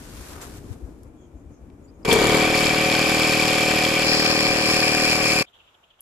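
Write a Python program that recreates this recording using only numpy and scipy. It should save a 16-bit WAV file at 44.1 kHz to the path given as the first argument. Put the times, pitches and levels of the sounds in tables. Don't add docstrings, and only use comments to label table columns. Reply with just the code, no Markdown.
import sys
import numpy as np
from scipy import signal
from scipy.fft import rfft, irfft, next_fast_len
from scipy.io import wavfile
from scipy.ndimage import map_coordinates

SR = 44100
rng = np.random.default_rng(int(sys.argv[2]) if len(sys.argv) > 2 else 0)


def boost_factor(decibels):
    exponent = np.asarray(decibels, float) / 20
    return 10 ** exponent


def transcribe(signal):
    frames = np.atleast_2d(signal).T
    limited = np.clip(frames, -1, 1)
    pcm = np.round(limited * 32767).astype(np.int16)
    wavfile.write(sys.argv[1], SR, pcm)


N = 265041
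TIME = np.arange(N) / SR
SIDES = np.array([[.5], [-.5]])

# time_s, turns_per_s
CRANK_SPEED = [(2.045, 13.99), (2.1, 23.95), (2.14, 31.28), (2.18, 35.02), (2.24, 37.28), (2.32, 38.68),
               (2.75, 38.81), (3.0, 39.06), (3.3, 38.96), (3.8, 38.79), (4.2, 38.94), (4.5, 38.81),
               (4.8, 38.61), (5.2, 38.87), (5.43, 38.5)]
FIRST_PUFF_TURN, PINION_TEETH = .7, 11
# time_s, level_db
SCENE_CHANGE = [(5.4255, -8.5), (5.4275, -14), (5.434, -39), (5.452, -38), (5.46, -57)]
# turn_share, pitch_hz, push (minus pulls), width_hz
AIR_KICKS = [
    (-.097, 203.7, -.21, 90),
    (-.03, 336, 0.45, 450),
    (0.024, 708, -0.23, 900),
    (.082, 331.5, -0.077, 23),
    (.119, 543, 0.14, 62.4),
    (.185, 423, -.056, 34),
    (-.004, 735.3, -0.034, 15.6),
    (0.101, 1186, 0.013, 60),
]
# pitch_hz, width_hz, level_db
ROCKING_MODES, ROCKING_S = [(445, 25, 1.5), (457, 47, -8), (934, 39, -4.5)], 0.22
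# turn_share after the puff, then feet_db, shell_db, rib_db, head_db, hiss_db
KNOCKS_OF_A_TURN = [
    (.01, 7, -7, 3, -3.5, 0.5),
    (0.062, -10.5, -5.5, -6.5, 3.5, -2.5),
    (0.218, 2, -1, 0.5, -11.5, -9.5),
    (.4, 5.5, -6.5, 8.5, 8.5, 0.5),
    (.56, -0.5, 0, -10.5, -4, -17),
    (.72, -4, 2.5, -9, 4, -12.5),
    (.85, -14, -11, -7.5, 4.5, -1),
]
# low_hz, high_hz, level_db, left-right likeness (0-1), left_right_db
RINGING_PARTS = [
    (820, 2500, -6, 0.3, 1.5),
    (1996, 3080, -0.5, 0.72, 0.4),
    (2820, 4320, -7, 0.2, 1),
    (3630, 5700, 1, 0.35, 2),
    (5400, 13700, 3.5, 0.27, 0),
]
# pitch_hz, width_hz, level_db
MODES_OF_PARTS = [
    [(1166, 170, -0.53), (1500, 85, -3), (1880, 304, 0.2)],
    [(2295, 100, -2), (2376, 60, 0), (2547, 220, -4)],
    [(2866, 540, 0.5), (3260, 170, 1.5), (3600, 700, -2.5)],
    [(4395, 265, -0.19), (4790, 120, -0.85), (5313, 310, 0.11)],
    [(6600, 1900, -4.5), (7590, 650, -4.5), (10080, 1500, -9.5), (13200, 4800, -11.5)],
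]
CLICK_DB = [-1, 5.5, 0.5, 2, 0.5]
# time_s, tilt_db per mode step
LOAD_TILT = [(2.1, -1), (2.17, -3.5), (2.3, -3), (2.5, -0.5), (2.9, 0.4), (4.0, 0.8), (4.15, 1.8),
             (5.4, 1.8)]
LOAD_FOLLOWED = [.3, 1.2, -.3, 0.65, .1]
# time_s, level_db, left_right_db
MICROPHONE = [(2.08, -20, 0.5), (2.088, -20, 1), (2.1, -18.5, 5.5), (2.13, -17.5, 2.5), (2.17, -19, 1.5),
              (2.33, -17, 1.5), (2.5, -19.5, .6), (3.0, -20.5, 0.7), (4.0, -21.5, 0.2), (4.12, -21, 1.4),
              (5.42, -22.5, 1.5)]
# time_s, level_db
GRAVEL_BUZZ = [(2.08, -3.5), (2.11, 0.5), (2.17, -1.5), (2.34, -2.5), (2.41, -2.5), (2.51, -3), (2.58, 1),
               (2.79, -2), (2.87, -1), (3.3, 1), (4.02, 0), (4.64, -0.5), (4.7, 3), (4.92, 0.5),
               (5.12, 3.5), (5.21, 0), (5.27, 4), (5.42, 2)]
SHELL_DB, SHELL_BUZZ, SHELL_SWING_DB = 0.07, 0.23, -3.5
HEAD_DB, HEAD_BUZZ, HEAD_SWING_DB = -7, 1.1, 8.5
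HISS_DB, PUFF_BUZZ = -12, 0.029
SWING_S, SWING_RISE_S, SWING_BACK_S = 4.03, 0.026, 0.51
PUFF_LAG_S, LAG_S, LAG_SWING_S, LAG_KEPT = .00007, .00001, .00014, 0.68

# time_s, peak_db
SWITCH_SNAPS = [
    (2.049, -20.5),
    (2.089, -26),
    (2.127, 0),
]
# start_s, level_db, low_hz, high_hz, t60_s
SMALL_TICKS = [
    (0.414, -41.5, 6330, 8000, 0.098),
    (1.032, -52, 4960, 14400, .03),
    (1.045, -66, 1970, 12000, 0.028),
    (1.7, -52, 450, 2750, 0.02),
    (2.111, -15, 3155, 3550, 0.087),
    (6.006, -30.5, 9700, 14150, 0.0096),
]
# time_s, peak_db, pitch_hz, left_right_db
GRIP_BUMPS = [(0.037, -41, 48.4, 3), (0.181, -39, 56.5, 8), (0.555, -52, 64.4, 4.5), (0.698, -34, 97, 26),
              (0.817, -31, 63, 11), (1.331, -35, 64.6, 6), (1.445, -42, 61.9, 8), (1.611, -40, 60, 8)]

# time_s, rustle_db
SLEEVE_LEVEL = [(0.0, -48), (0.13, -48.5), (0.16, -46), (0.33, -44.5), (0.38, -49.5), (0.57, -53),
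                (0.6, -57.5), (1.03, -71.5), (1.07, -88)]
# pitch_hz, density_db per Hz
CLOTH_COLOUR = [(880, -27), (1500, 0), (1910, -5), (2060, -6), (2290, -4.5), (2960, -6), (7290, -5.5),
                (13700, -10), (14800, -21)]
# time_s, above_rustle_db, rise_s, fall_s
CREASE_SNAPS = [
    (.418, 12, 0.0065, 0.045),
    (.582, 6.5, .04, .008),
    (.735, 9.5, 0.051, .015),
]
SWISH_S, SWISH_WIDTH_S, SWISH_DB, SWISH_FLOOR_DB = 0.38, .1, -47, -5.5

# start_s, length_s, start_hz, end_hz, level_db
BLURRED_FAR_CALLS = [(1.157, .14, 6900, 6500, -74), (1.34, .1, 6900, 6700, -78),
                     (1.498, 0.11, 6600, 6000, -73), (5.46, 0.34, 3170, 3010, -67.5),
                     (5.803, 0.23, 3100, 3100, -72.5)]
THIN_NEAR_CALLS = [(1.152, .14, 3450, 3130, -76), (1.822, 0.06, 6760, 7350, -68),
                   (1.869, 0.043, 4670, 5000, -70), (1.93, 0.046, 6500, 6800, -75),
                   (2.023, 0.022, 5200, 4700, -69)]
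YARD_CHATTER = [(5.458, 0.043, 3280, 3430, -60), (5.526, 0.055, 3100, 3360, -60),
                (5.585, 0.037, 3170, 2730, -59), (5.635, .025, 3135, 2900, -67.5),
                (5.665, 0.037, 2800, 3100, -64.5), (5.739, 0.0185, 3350, 3110, -61),
                (5.827, 0.033, 2900, 3120, -62), (5.9, 0.025, 3410, 2700, -60.5),
                (5.93, .02, 3200, 2930, -68), (5.985, 0.025, 3400, 2800, -64.5)]
FAR_SPREAD_HZ, THIN_SPREAD_HZ, CHATTER_SPREAD_HZ = 1000, 210, 520

# time_s, level_db
ROAD_LEVEL = [(0.0, -43.5), (0.5, -44), (0.7, -42), (1.0, -45.5), (1.25, -49), (2.04, -47.5)]
# pitch_hz, density_db per Hz
ROAD_COLOUR = [(15, -36), (25, -16.5), (59, -4), (120, -10), (195, -15), (277, -9), (400, -15.5),
               (600, -23), (1140, -32.5), (1800, -41), (2400, -45), (3200, -57), (7000, -48),
               (14800, -57.5)]
SWELL_DB, SWELL_PER_S = 1.5, 10
DUCK_DB = -9.5
# pitch_hz, density_db per Hz
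YARD_COLOUR = [(15, -34), (25, -5.5), (69, -4.5), (200, -12.5), (413, -9.5), (763, -6.5), (1400, -8.5),
               (2000, -15.5), (3140, -15), (3700, -18.5), (4450, -27.5), (7390, -23), (8450, -32.5),
               (14800, -29.5)]
# time_s, level_db
YARD_MURMUR = [(5.46, -2), (5.5, 4), (5.525, -4.5), (5.55, 4.5), (5.62, 1), (5.78, 2), (5.85, 0),
               (5.96, -3.5), (6.0, 0.5)]
YARD_DB = -63
ROAD_PAN_DB, SLEEVE_PAN_DB, YARD_PAN_DB = 4, 2, 0.5
WHINE_HZ, WHINE_WIDTH_HZ, WHINE_DB = 2380, 80, -71


def rms_one(x):
    return x / np.sqrt(np.mean(x ** 2) + 1e-20)


def in_time(rows):
    s, *columns = np.transpose(rows)
    return [np.interp(TIME, s, c) for c in columns]


def pan(left_right_db):
    return boost_factor(left_right_db * SIDES)


def add(out, s, sound):
    a = int(s * SR)
    out[:, a:a + sound.shape[1]] += sound[:, :N - a]


def ring(x, hz, width_hz):
    r, w = np.exp(-np.pi * width_hz / SR), 2 * np.pi * hz / SR
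    return signal.lfilter([0, np.sin(w)], [1, -2 * r * np.cos(w), r * r], x + 1e-18)


def band(x, low_hz, high_hz):
    return signal.sosfilt(signal.butter(2, [low_hz, high_hz], "band", fs=SR, output="sos"), x)


def stereo(mid, side, alike):
    return np.sqrt(1 + alike) * mid + np.sqrt(1 - alike) * side * [[1], [-1]]


def pair(alike):
    mid, side = rng.standard_normal((2, N))
    return stereo(mid, side, alike)


def ambience(colour, alike_hz):
    size = next_fast_len(N, real=True)
    hz = np.fft.rfftfreq(size, 1 / SR) + 1
    point_hz, point_db = np.transpose(colour)
    gain = boost_factor(np.interp(np.log(hz), np.log(point_hz), point_db))
    alike = 0.92 / (1 + (hz / alike_hz) ** 3)
    mid, side = rfft(rng.standard_normal((2, size)))
    return rms_one(irfft(gain * stereo(mid, side, alike), size)[:, :N])


def late_left(sound, lag_s):
    left, right = sound * np.ones((2, 1))
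    return np.array([map_coordinates(left, [np.arange(N) - lag_s * SR], order=3), right])


def pump():
    running = (TIME > CRANK_SPEED[0][0]) & (TIME < SCENE_CHANGE[-1][0])
    turns = np.cumsum(in_time(CRANK_SPEED)[0] * running) / SR - FIRST_PUFF_TURN
    (puff_db, pan_db), buzz_db = in_time(MICROPHONE), in_time(GRAVEL_BUZZ)[0]

    since = (TIME - SWING_S).clip(0)
    turned = 1 - np.exp(-since / SWING_RISE_S)
    swing = turned * np.exp(-since / SWING_BACK_S)
    shell_db = SHELL_DB + SHELL_BUZZ * buzz_db + SHELL_SWING_DB * swing
    head_db = HEAD_DB + HEAD_BUZZ * buzz_db + HEAD_SWING_DB * swing

    feet, shell, rib, head, hiss = rattle(turns, running, in_time(LOAD_TILT)[0])
    loose = np.interp(TIME, [2.1, 3.0, 4.2, 5.4], boost_factor([-2.5, 0.0, 1.1, -3.5]))
    housing = boost_factor(shell_db) * (shell + loose * rib)
    housing = housing + boost_factor(head_db) * head + boost_factor(HISS_DB + buzz_db) * hiss
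    lag_s = LAG_S + LAG_SWING_S * (LAG_KEPT * turned + (1 - LAG_KEPT) * swing)
    low = breathing(turns, running) * pan(0.8) + feet
    sound = late_left(low, PUFF_LAG_S) + late_left(housing, lag_s)

    straining = np.interp(TIME, [2.044, 2.05, 2.074, 2.08], [-52.0, 5.0, -1.5, 5])
    level_db = puff_db + PUFF_BUZZ * buzz_db - 0.81 + straining + in_time(SCENE_CHANGE)[0]
    return sound * boost_factor(level_db) * pan(pan_db) * running


def strikes(turns, share, jitter_s, spread_db):
    at = np.flatnonzero(np.diff(np.floor(turns - share)) > 0)
    early_late, hard_soft = np.clip(rng.standard_normal((2, len(at))), -2, 2)
    clicks = np.zeros(N)
    clicks[at + (jitter_s * SR * early_late).astype(int)] = boost_factor(spread_db * hard_soft)
    return clicks


def breathing(turns, running):
    swirl = pair(0.66) * running
    pulses = sum(push * ring(strikes(turns, share, .00003, .6), hz, width)
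                 for share, hz, push, width in AIR_KICKS)
    blur = sum(boost_factor(-42.5) * abs(push) * ring(swirl, hz, width) for _, hz, push, width in AIR_KICKS[3:])
    rumble = boost_factor(-25.5) * band(swirl, 380, 880) + boost_factor(-36.5) * band(swirl, 45, 300)
    hose = boost_factor(-52) * ring(swirl, 673, 230)

    unsettled = running * np.exp(-(TIME - CRANK_SPEED[0][0]).clip(0) / ROCKING_S)
    shaken = (0.31 * swirl + 25 * strikes(turns, 0.0827, .0003, 2.0)) * unsettled
    rocking = sum(boost_factor(db - 43.5) * ring(shaken, hz, width) for hz, width, db in ROCKING_MODES)
    pinion = boost_factor(-16.5) * unsettled * (in_time(CRANK_SPEED)[0] / 39) ** 4
    pinion = pinion * np.sin(2 * np.pi * PINION_TEETH * turns)
    return rms_one(band(pulses, 54, 1500) + blur + rumble + hose + rocking + pinion)


def rattle(turns, running, load_db):
    hits = [strikes(turns, row[0], .00006, 3.35) for row in KNOCKS_OF_A_TURN]
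    fall = np.exp(-1 / (0.00096 * SR))
    rung = []
    for k, ((low, high, db, alike, pan_db), modes) in enumerate(zip(RINGING_PARTS, MODES_OF_PARTS)):
        clicks = sum(boost_factor(row[k + 1]) * hit for row, hit in zip(KNOCKS_OF_A_TURN, hits))
        scatter = signal.lfilter([3 * (1 - fall)], [1, -2 * fall, fall ** 2], clicks + 1e-18)
        noise = (scatter + 1.29 * running) * pair(alike)
        soft = min(1, (2500 / low) ** 2)
        drive = noise + 7.1 * soft * boost_factor(CLICK_DB[k]) * clicks
        lean_db = load_db * LOAD_FOLLOWED[k]
        tones = 0
        for j, (hz, width, mode_db) in enumerate(modes):
            gain = (-1) ** j * boost_factor(mode_db + lean_db * j) * np.sqrt(width / SR)
            tones = tones + gain * ring(drive, hz, width)
        sound = band(boost_factor(24) * tones + boost_factor(-5.0) * noise, low, high)
        rung.append(boost_factor(db) * rms_one(sound) * pan(pan_db))
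    return rung


def switch_and_ticks():
    out, age, white = np.zeros((2, N)), TIME[:6000], pair(0.6)[:, :6000]
    rise = 1 - np.exp(-age / 0.00053)
    snaps = [(s, db - 14.5, 400, 12000, .06) for s, db in SWITCH_SNAPS]
    for s, db, low, high, t60 in snaps + list(SMALL_TICKS):
        add(out, s, boost_factor(db - 60 * age / t60) * rise * rms_one(band(white, low, high)))
    return out


def grip_bumps():
    out, age = np.zeros((2, N)), TIME[:6000]
    for s, db, hz, pan_db in GRIP_BUMPS:
        swing = np.sin(2 * np.pi * hz * age) * np.exp(-(hz * age - 1.6) ** 2)
        add(out, s, boost_factor(db) * pan(pan_db) * swing)
    return out


def sleeve():
    snaps_db = 0
    for s, db, rise, fall in CREASE_SNAPS:
        away = np.where(TIME < s, (s - TIME) / rise, (TIME - s) / fall)
        snaps_db = snaps_db + db * np.exp(-away)
    rustle = boost_factor(in_time(SLEEVE_LEVEL)[0] + snaps_db + 7.5) * (TIME < 1.12)
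    sweep = boost_factor(SWISH_DB + 5.0) * np.exp(-((TIME - SWISH_S) / SWISH_WIDTH_S) ** 2)
    sweep = sweep + boost_factor(SWISH_FLOOR_DB) * rustle
    grain = boost_factor(2.0 * rms_one(band(rng.standard_normal(N), 15, 390)))
    dull = rms_one(band(pair(0.29), 380, 1400))
    return (rustle * ambience(CLOTH_COLOUR, alike_hz=500) + sweep * dull) * grain * pan(SLEEVE_PAN_DB)


def birds():
    out = np.zeros((2, N))
    for calls, spread_hz in [(BLURRED_FAR_CALLS, FAR_SPREAD_HZ), (THIN_NEAR_CALLS, THIN_SPREAD_HZ),
                             (YARD_CHATTER, CHATTER_SPREAD_HZ)]:
        low_pass = signal.butter(2, spread_hz / SR)
        for s, length, start_hz, end_hz, db in calls:
            n = min(int(length * SR), N - int(s * SR))
            blur = signal.lfilter(*low_pass, rng.standard_normal((2, SR + 2000)))[:, -n:]
            tone = np.sin(2 * np.pi * np.cumsum(np.linspace(start_hz, end_hz, n)) / SR)
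            add(out, s, boost_factor(db + 7.5) * rms_one(blur) * tone * np.sqrt(np.hanning(n)))
    return out


def traffic():
    swell_db = SWELL_DB * rms_one(band(rng.standard_normal(N), 1.3, SWELL_PER_S))
    duck_db = DUCK_DB * (TIME > CRANK_SPEED[1][0])
    level_db = in_time(ROAD_LEVEL)[0] + swell_db + 9.5 + duck_db
    return boost_factor(level_db) * ambience(ROAD_COLOUR, alike_hz=680) * pan(ROAD_PAN_DB)


def far_whine():
    return boost_factor(WHINE_DB) * rms_one(ring(pair(.3), WHINE_HZ, WHINE_WIDTH_HZ))


def yard():
    level_db = YARD_DB + in_time(YARD_MURMUR)[0]
    return boost_factor(level_db) * pan(YARD_PAN_DB) * ambience(YARD_COLOUR, alike_hz=600)


def scene():
    before = boost_factor(in_time(SCENE_CHANGE)[0])
    close = pump() + switch_and_ticks() + grip_bumps()
    roadside = (sleeve() + traffic() + far_whine()) * before
    return close + roadside + birds() + yard() * np.clip(1 - before, 0, 1)


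def roll_off(x):
    return signal.sosfilt(signal.butter(12, 15700, fs=SR, output="sos"), x)


def record(dry):
    rounded = np.tanh(dry / 2) * 2
    top_cut = signal.cheby2(12, 60, 15250, fs=SR, output="sos")
    mix = signal.sosfilt(top_cut, rounded)
    return roll_off(mix)


dry = scene()
out = record(dry)
transcribe(out)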